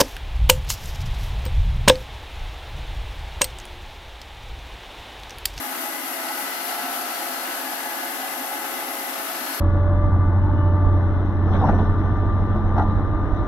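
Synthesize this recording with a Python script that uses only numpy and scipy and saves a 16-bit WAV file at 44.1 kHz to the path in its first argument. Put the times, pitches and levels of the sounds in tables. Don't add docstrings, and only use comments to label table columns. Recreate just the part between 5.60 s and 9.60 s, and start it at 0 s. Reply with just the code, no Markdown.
import sys
import numpy as np
from scipy import signal
from scipy.fft import rfft, irfft
from scipy.io import wavfile

SR = 44100
rng = np.random.default_rng(int(sys.argv[2]) if len(sys.argv) > 2 else 0)


def master_out(mix):
    frames = np.transpose(np.atleast_2d(mix))
    ceiling = np.clip(frames, -1, 1)
    pcm = np.round(ceiling * 32767).astype(np.int16)
    wavfile.write(sys.argv[1], SR, pcm)


N = 176400

# (time [s], rotation rate [Hz])
FAN_SPEED = [(0, 166.2), (.22, 165.1), (.35, 165.8), (.52, 164.6), (.9, 165.7), (1.5, 166.3), (1.65, 166),
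             (2, 166.7), (2.9, 167), (3.25, 166.9), (3.45, 166.3), (3.62, 165), (3.8, 166), (4, 165.7)]
ROLLER_SPEED = [(0, 207.7), (.5, 207), (1.3, 211.2), (2.2, 212.4), (3, 210.6), (4, 209.4)]
WHEEL_SPEED = [(0, 274), (.6, 273), (1.2, 275.3), (1.7, 274), (2.05, 275), (2.35, 277), (2.8, 273.5),
               (3.1, 273.5), (3.6, 271), (3.75, 274), (4, 274)]
# (time [s], tooth rate [Hz])
TOOTH_RATE = [(0, 680), (.85, 682), (.95, 692), (1.08, 693), (1.25, 709), (1.36, 700), (1.5, 707),
              (1.75, 694), (1.85, 692), (2.3, 712), (3.6, 700), (3.72, 688), (3.8, 718), (3.95, 708),
              (4, 708)]
# (multiple [1], base level [dB], left minus right [dB])
FAN_HUM = [(4, -45, 2)]
FAN_WHINE = [(8, -44, -1.1)]
FAN_OVERTONES = [(6, -61, -23), (9, -50, -13), (10, -62, -10), (11, -61.5, 12), (12, -50.5, 3),
                 (18, -67.5, 20)]
ROLLER_WHINE = [(2, -55.5, -4), (4, -47.5, 1)]
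WHEEL_HUM = [(2, -46.5, 2), (4, -51.5, -11)]
WHEEL_WHINE = [(6, -47, 5.6)]
GEARBOX_WHINE = [(1, -40.5, -1), (2, -51, -3), (3, -61, 6)]
GEARBOX_RASP = [(6, -52, 6), (7, -57, 7)]
# (frequency [Hz], level [dB], left minus right [dB])
GEAR_TONES = [(266.4, -52, 6), (284, -52, -3), (345.8, -50, 3), (1053, -57, -13), (1183, -53.5, -9),
              (1250, -52, -14.5), (1744, -60.5, 12), (2106, -70, -12)]

# (frequency [Hz], nominal width [Hz], base level [dB])
SHELL_BASS_MODES = [(260, 20, -48), (321.2, 11, -51)]
RATTLE_MODES = [(699, 36, -47), (750, 54, -41.5), (835, 63, -43.5)]
DUCT_MODES = [(1560, 220, -51.5), (2770, 260, -47.5)]
WHIR_MODES = [(1690, 39, -48.5)]
BEARING_MODES = [(2020, 110, -45)]
GEAR_HISS_MODES = [(4480, 280, -51.5), (5000, 1000, -54.5)]
# (frequency [Hz], relative spectral density [dB])
AIR_SPECTRUM = [(25, -42), (80, -57), (115, -47), (160, -20), (220, -5), (370, -2.5), (490, -4.5), (620, 0),
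                (920, 1), (1050, -2), (1300, 2.5), (1850, -1.5), (2400, -5), (3300, -6), (4500, -9),
                (5600, -10), (6800, -12.5), (10000, -16), (16000, -26)]
BRISTLE_SPECTRUM = [(2000, -43), (4000, -15.5), (7000, -12), (9400, -7.5), (10600, -2), (11600, 1.5),
                    (12800, -1), (14200, -5), (15600, -13.5)]

# (time [s], gain [dB])
FAN_HUM_GAIN = [(0, -4), (.22, 0.5), (.42, -4.5), (.6, 3.5), (1, -9), (1.7, -1), (2.5, -3), (3.35, -0.5),
                (3.6, 1.5), (3.75, 2), (4, -3)]
FAN_WHINE_GAIN = [(0, -5), (.27, 0), (.4, -13), (.62, 0.5), (1, 1.5), (1.4, 6), (1.65, 0.5), (1.95, 2),
                  (2.1, -14), (2.6, -16), (2.9, -1.5), (3.25, -2), (3.45, -7), (3.6, 0.5), (4, -3)]
FAN_OVERTONE_GAIN = [(0, -2), (.7, 2.5), (1.25, 2), (1.8, 2.5), (2.4, 1.5), (3.2, -1), (4, 1)]
ROLLER_GAIN = [(0, -6), (.9, -6), (1.3, -2), (2.2, 0), (3, 2), (3.7, 2), (4, -1)]
WHEEL_HUM_GAIN = [(0, -8), (.6, -6), (1.3, -5), (2, -2), (2.6, -2), (2.8, 0), (3.2, 0), (3.6, 1), (3.8, -4),
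                  (4, -5)]
WHEEL_WHINE_GAIN = [(0, -5), (.85, -8), (1.2, 3), (1.55, -12), (1.8, -5), (2.35, 1.5), (2.6, -8), (4, -12)]
GEARBOX_WHINE_GAIN = [(0, -20), (.8, -16), (.95, 0), (1.25, 2), (1.36, -2), (1.52, -.5), (1.75, -2),
                      (2, -15), (3.6, -18), (3.8, -9), (4, -9)]
GEARBOX_RASP_GAIN = [(0, -18), (.8, -14), (.97, 2), (1.25, 0), (1.6, -4), (1.82, 4), (2, -15), (3.6, -18),
                     (3.75, 1), (4, 3)]
SHELL_BASS_GAIN = [(0, 4), (1, -2), (2, 0), (2.8, 0.5), (4, 1.5)]
RATTLE_GAIN = [(0, -3), (.45, -10.5), (.62, 0.5), (.85, -4.5), (1.2, 1), (2, -1), (2.7, 1), (3.2, 0.5),
               (3.6, -2.5), (4, -7)]
WHIR_GAIN = [(0, 5), (.8, -36), (1.5, -6), (2.1, 7.5), (2.5, 7), (2.8, 2), (3.2, 4), (3.5, -7), (3.85, 6)]
BEARING_GAIN = [(0, -1), (.35, 3), (.9, 3.5), (1.4, -3), (1.8, -4), (2.6, 0.5), (3.3, 3.5), (4, -6)]
GEAR_HISS_GAIN = [(0, -18), (.5, -2), (1, 4), (1.6, 1), (2.1, 2), (3, -18), (3.6, -8), (3.9, 5), (4, 7)]
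AIR_GAIN = [(0, -0.34), (.4, -0.85), (1.1, 1), (1.7, 0.58), (2.4, -0.33), (3.3, -0.57), (3.6, 0.081),
            (4, 1)]
# (time [s], rise [dB])
SWEEP_RISE = [(0, 2), (.5, 2), (.8, 3), (1.35, 3), (1.9, 0.5), (2.6, 0.5), (3.3, 0.5), (3.65, 1.3),
              (3.92, 2)]

# (peak time [s], frequency [Hz], Gaussian half width [s], peak level [dB])
SQUEALS = [(.047, 832, .02, -37), (.118, 834, .014, -36), (.267, 833, .022, -33.5), (.36, 830, .018, -39.5),
           (.43, 830, .012, -40.5), (.515, 832, .01, -40), (.708, 836, .013, -33), (.798, 838, .014, -33),
           (1.045, 849, .01, -38), (1.121, 838, .012, -36), (1.19, 832, .014, -37), (2.03, 846, .014, -39),
           (2.275, 841, .012, -38), (2.64, 750, .016, -35), (2.66, 846, .012, -38), (2.743, 837, .012, -39),
           (2.915, 775, .012, -37), (2.952, 842, .012, -38), (3.061, 837, .012, -38),
           (3.236, 844, .013, -37), (1.196, 1995, .012, -38), (1.428, 2010, .009, -42),
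           (.61, 4470, .016, -47), (.65, 4100, .014, -50), (1.46, 4450, .018, -48), (1.55, 4490, .016, -46)]
# (peak time [s], frequency [Hz], peak level [dB])
BUMPS = [(.33, 335, -41), (1.245, 255, -39), (1.89, 274, -42), (2.482, 275, -39), (2.81, 269, -35),
         (2.963, 275, -41.5), (3.414, 273, -38), (3.525, 275, -41), (3.817, 258, -40), (3.885, 264, -39)]

# (frequency [Hz], correlation [1])
EAR_COHERENCE = [(100, -0.5), (280, 0.7), (550, 0.36), (800, 0.9), (1200, 0), (2000, 0.05), (5000, 0),
                 (15000, -0.5)]
# (frequency [Hz], left minus right [dB])
EAR_BALANCE = [(100, 10), (200, 4), (300, 3.5), (550, -4.5), (1200, 3.5), (1800, 1.5), (3500, 2), (6000, 6),
               (12000, 5.5)]


def from_db(db):
    return 10 ** (np.asarray(db) / 20)


def unit_power(x):
    return x / np.sqrt(np.mean(x ** 2) + 1e-20)


def seconds():
    return np.arange(N) / SR


def bins():
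    return np.maximum(np.arange(N // 2 + 1) * SR / N, 1)


def in_time(rows):
    return np.interp(seconds(), *np.transpose(rows))


def envelope(rows):
    return from_db(in_time(rows))


def over_hz(rows):
    hz, value = np.transpose(rows)
    return np.interp(np.log(bins()), np.log(hz), value)


def pan(db):
    return from_db(np.array([[.5], [-.5]]) * db)


def drift(corner_hz):
    spectrum = rfft(rng.standard_normal(N)) * (bins() > 1)
    return unit_power(irfft(spectrum / (1 + (bins() / corner_hz) ** 2), N))


def room_noise(colour):
    mid, side = rfft(rng.standard_normal((2, N)))
    coherence = over_hz(EAR_COHERENCE)
    ears = np.sqrt(1 + coherence) * mid + np.sqrt(1 - coherence) * side * np.array([[1], [-1]])
    return unit_power(irfft(ears * colour * pan(over_hz(EAR_BALANCE)), N))


def resonances(modes):
    f, power = bins(), 0
    for hz, width, db in modes:
        detuning = (f * f - hz * hz) / (f * width * 1.5)
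        response = unit_power(1 / (1 + detuning ** 2))
        power = power + (from_db(db) * response) ** 2
    return np.sqrt(np.mean(power)) * room_noise(np.sqrt(power))


def phase(hz, wobble, wobble_hz):
    return 2 * np.pi * np.cumsum(hz * (1 + wobble * drift(wobble_hz))) / SR


def partial(angle, hz, db, pan_db, fade_db):
    coherence = np.interp(hz, bins(), over_hz(EAR_COHERENCE))
    phase_gap = np.arccos(coherence) * (rng.choice([-1, 1]) * 0.57 + 0.4 * drift(3.3))
    wave = np.sin(angle + rng.uniform(0, 2 * np.pi) + phase_gap * np.array([[.5], [-.5]]))
    return from_db(db) * pan(pan_db) * unit_power(wave * from_db(fade_db * drift(2.8)))


def harmonics(rate_rows, orders, wobble, wobble_hz, fade_db):
    rate = in_time(rate_rows)
    angle = phase(rate, wobble, wobble_hz)
    return sum(partial(k * angle, k * rate.mean(), db, pan_db, fade_db) for k, db, pan_db in orders)


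def with_reflections(direct):
    echoes_per_ear, echo_gain = 7, 0.15
    shortest_s, longest_s, swing_s = 0.00099, .014, 0.00021
    t, out = seconds(), direct.copy()
    treble = signal.sosfilt(signal.butter(2, 1440, "high", fs=SR, output="sos"), direct)
    for ear in range(2):
        for delay, swing in rng.uniform([shortest_s, -1], [longest_s, 1], (echoes_per_ear, 2)):
            lag = delay + swing_s * swing * np.cos(np.pi * t / t[-1])
            out[ear] += echo_gain * np.interp(t - lag, t, treble[ear], left=0)
    return out


def gear_hiss():
    return envelope(GEAR_HISS_GAIN) * resonances(GEAR_HISS_MODES)


def bearing():
    return envelope(BEARING_GAIN) * resonances(BEARING_MODES)


def squeals():
    out = 0
    for peak_s, hz, half_width_s, db in SQUEALS:
        swell = np.exp(-.5 * ((seconds() - peak_s) / half_width_s) ** 2)
        tone = unit_power(np.sin(phase(hz, wobble=.013, wobble_hz=160)))
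        out = out + from_db(db) * swell * tone
    return out


def bumps():
    rise_s, out = 0.014, 0
    for peak_s, hz, db in BUMPS:
        age = np.maximum((seconds() - peak_s) / rise_s + 1, 0)
        swell = (age * np.exp(1 - age)) ** 2
        boom = unit_power(np.sin(2 * np.pi * hz * seconds() + rng.uniform(0, 2 * np.pi)))
        out = out + from_db(db) * swell * boom
    return out


def gears():
    whir = envelope(WHIR_GAIN) * resonances(WHIR_MODES)
    tones = sum(partial(phase(hz, wobble=0.0055, wobble_hz=23), hz, db, pan_db, fade_db=2)
                for hz, db, pan_db in GEAR_TONES)
    return whir + tones


def wheel_motor():
    hum = harmonics(WHEEL_SPEED, WHEEL_HUM, wobble=.0015, wobble_hz=8, fade_db=0.2)
    whine = harmonics(WHEEL_SPEED, WHEEL_WHINE, wobble=.0015, wobble_hz=8, fade_db=0.2)
    return envelope(WHEEL_HUM_GAIN) * hum + envelope(WHEEL_WHINE_GAIN) * whine


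def roller_motor():
    whine = harmonics(ROLLER_SPEED, ROLLER_WHINE, wobble=0.006, wobble_hz=38, fade_db=2)
    return envelope(ROLLER_GAIN) * whine


def gearbox():
    whine = harmonics(TOOTH_RATE, GEARBOX_WHINE, wobble=.004, wobble_hz=25, fade_db=0.2)
    rasp = harmonics(TOOTH_RATE, GEARBOX_RASP, wobble=.011, wobble_hz=120, fade_db=2)
    return envelope(GEARBOX_WHINE_GAIN) * whine + envelope(GEARBOX_RASP_GAIN) * rasp


def shell():
    knock_hz, knock_depth = 18, 0.12
    knocks = 1 + knock_depth * np.cos(phase(knock_hz, wobble=0.048, wobble_hz=2.6))
    throb = envelope(SHELL_BASS_GAIN) * knocks * resonances(SHELL_BASS_MODES)
    rattle = envelope(RATTLE_GAIN) * resonances(RATTLE_MODES)
    return throb + rattle


def side_brush():
    first_s, period_s, half_width_s = 0.23, .2845, 0.034
    base_db, pan_db, grain_db = -40.5, 19, 0.5
    from_sweep_s = (seconds() - first_s + period_s / 2) % period_s - period_s / 2
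    sweep_db = in_time(SWEEP_RISE) * np.exp(-.5 * (from_sweep_s / half_width_s) ** 2)
    scrape = rng.standard_normal((2, N)) * from_db(grain_db * drift(400))
    hiss = unit_power(irfft(rfft(scrape) * from_db(over_hz(BRISTLE_SPECTRUM)), N))
    return from_db(base_db + sweep_db) * pan(pan_db) * hiss


def fan():
    parts = [(FAN_HUM, FAN_HUM_GAIN, 0.2), (FAN_WHINE, FAN_WHINE_GAIN, 0.2),
             (FAN_OVERTONES, FAN_OVERTONE_GAIN, 2)]
    return sum(envelope(gain) * harmonics(FAN_SPEED, orders, wobble=.0013, wobble_hz=14, fade_db=fade_db)
               for orders, gain, fade_db in parts)


def airflow():
    base_db, flicker_db = -33, 0.87
    rush = from_db(base_db) * room_noise(from_db(over_hz(AIR_SPECTRUM)))
    ducts = resonances(DUCT_MODES)
    return envelope(AIR_GAIN) * from_db(flicker_db * drift(46)) * (rush + ducts)


def scene():
    motors = fan() + roller_motor() + wheel_motor()
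    drive = gearbox() + gears() + bearing() + gear_hiss() + squeals()
    return motors + drive + shell() + bumps() + with_reflections(airflow() + side_brush())


def record(dry):
    cutoff_hz = 15750
    return signal.sosfilt(signal.ellip(12, .1, 80, cutoff_hz, fs=SR, output="sos"), dry)


dry = scene()
out = record(dry)
master_out(out)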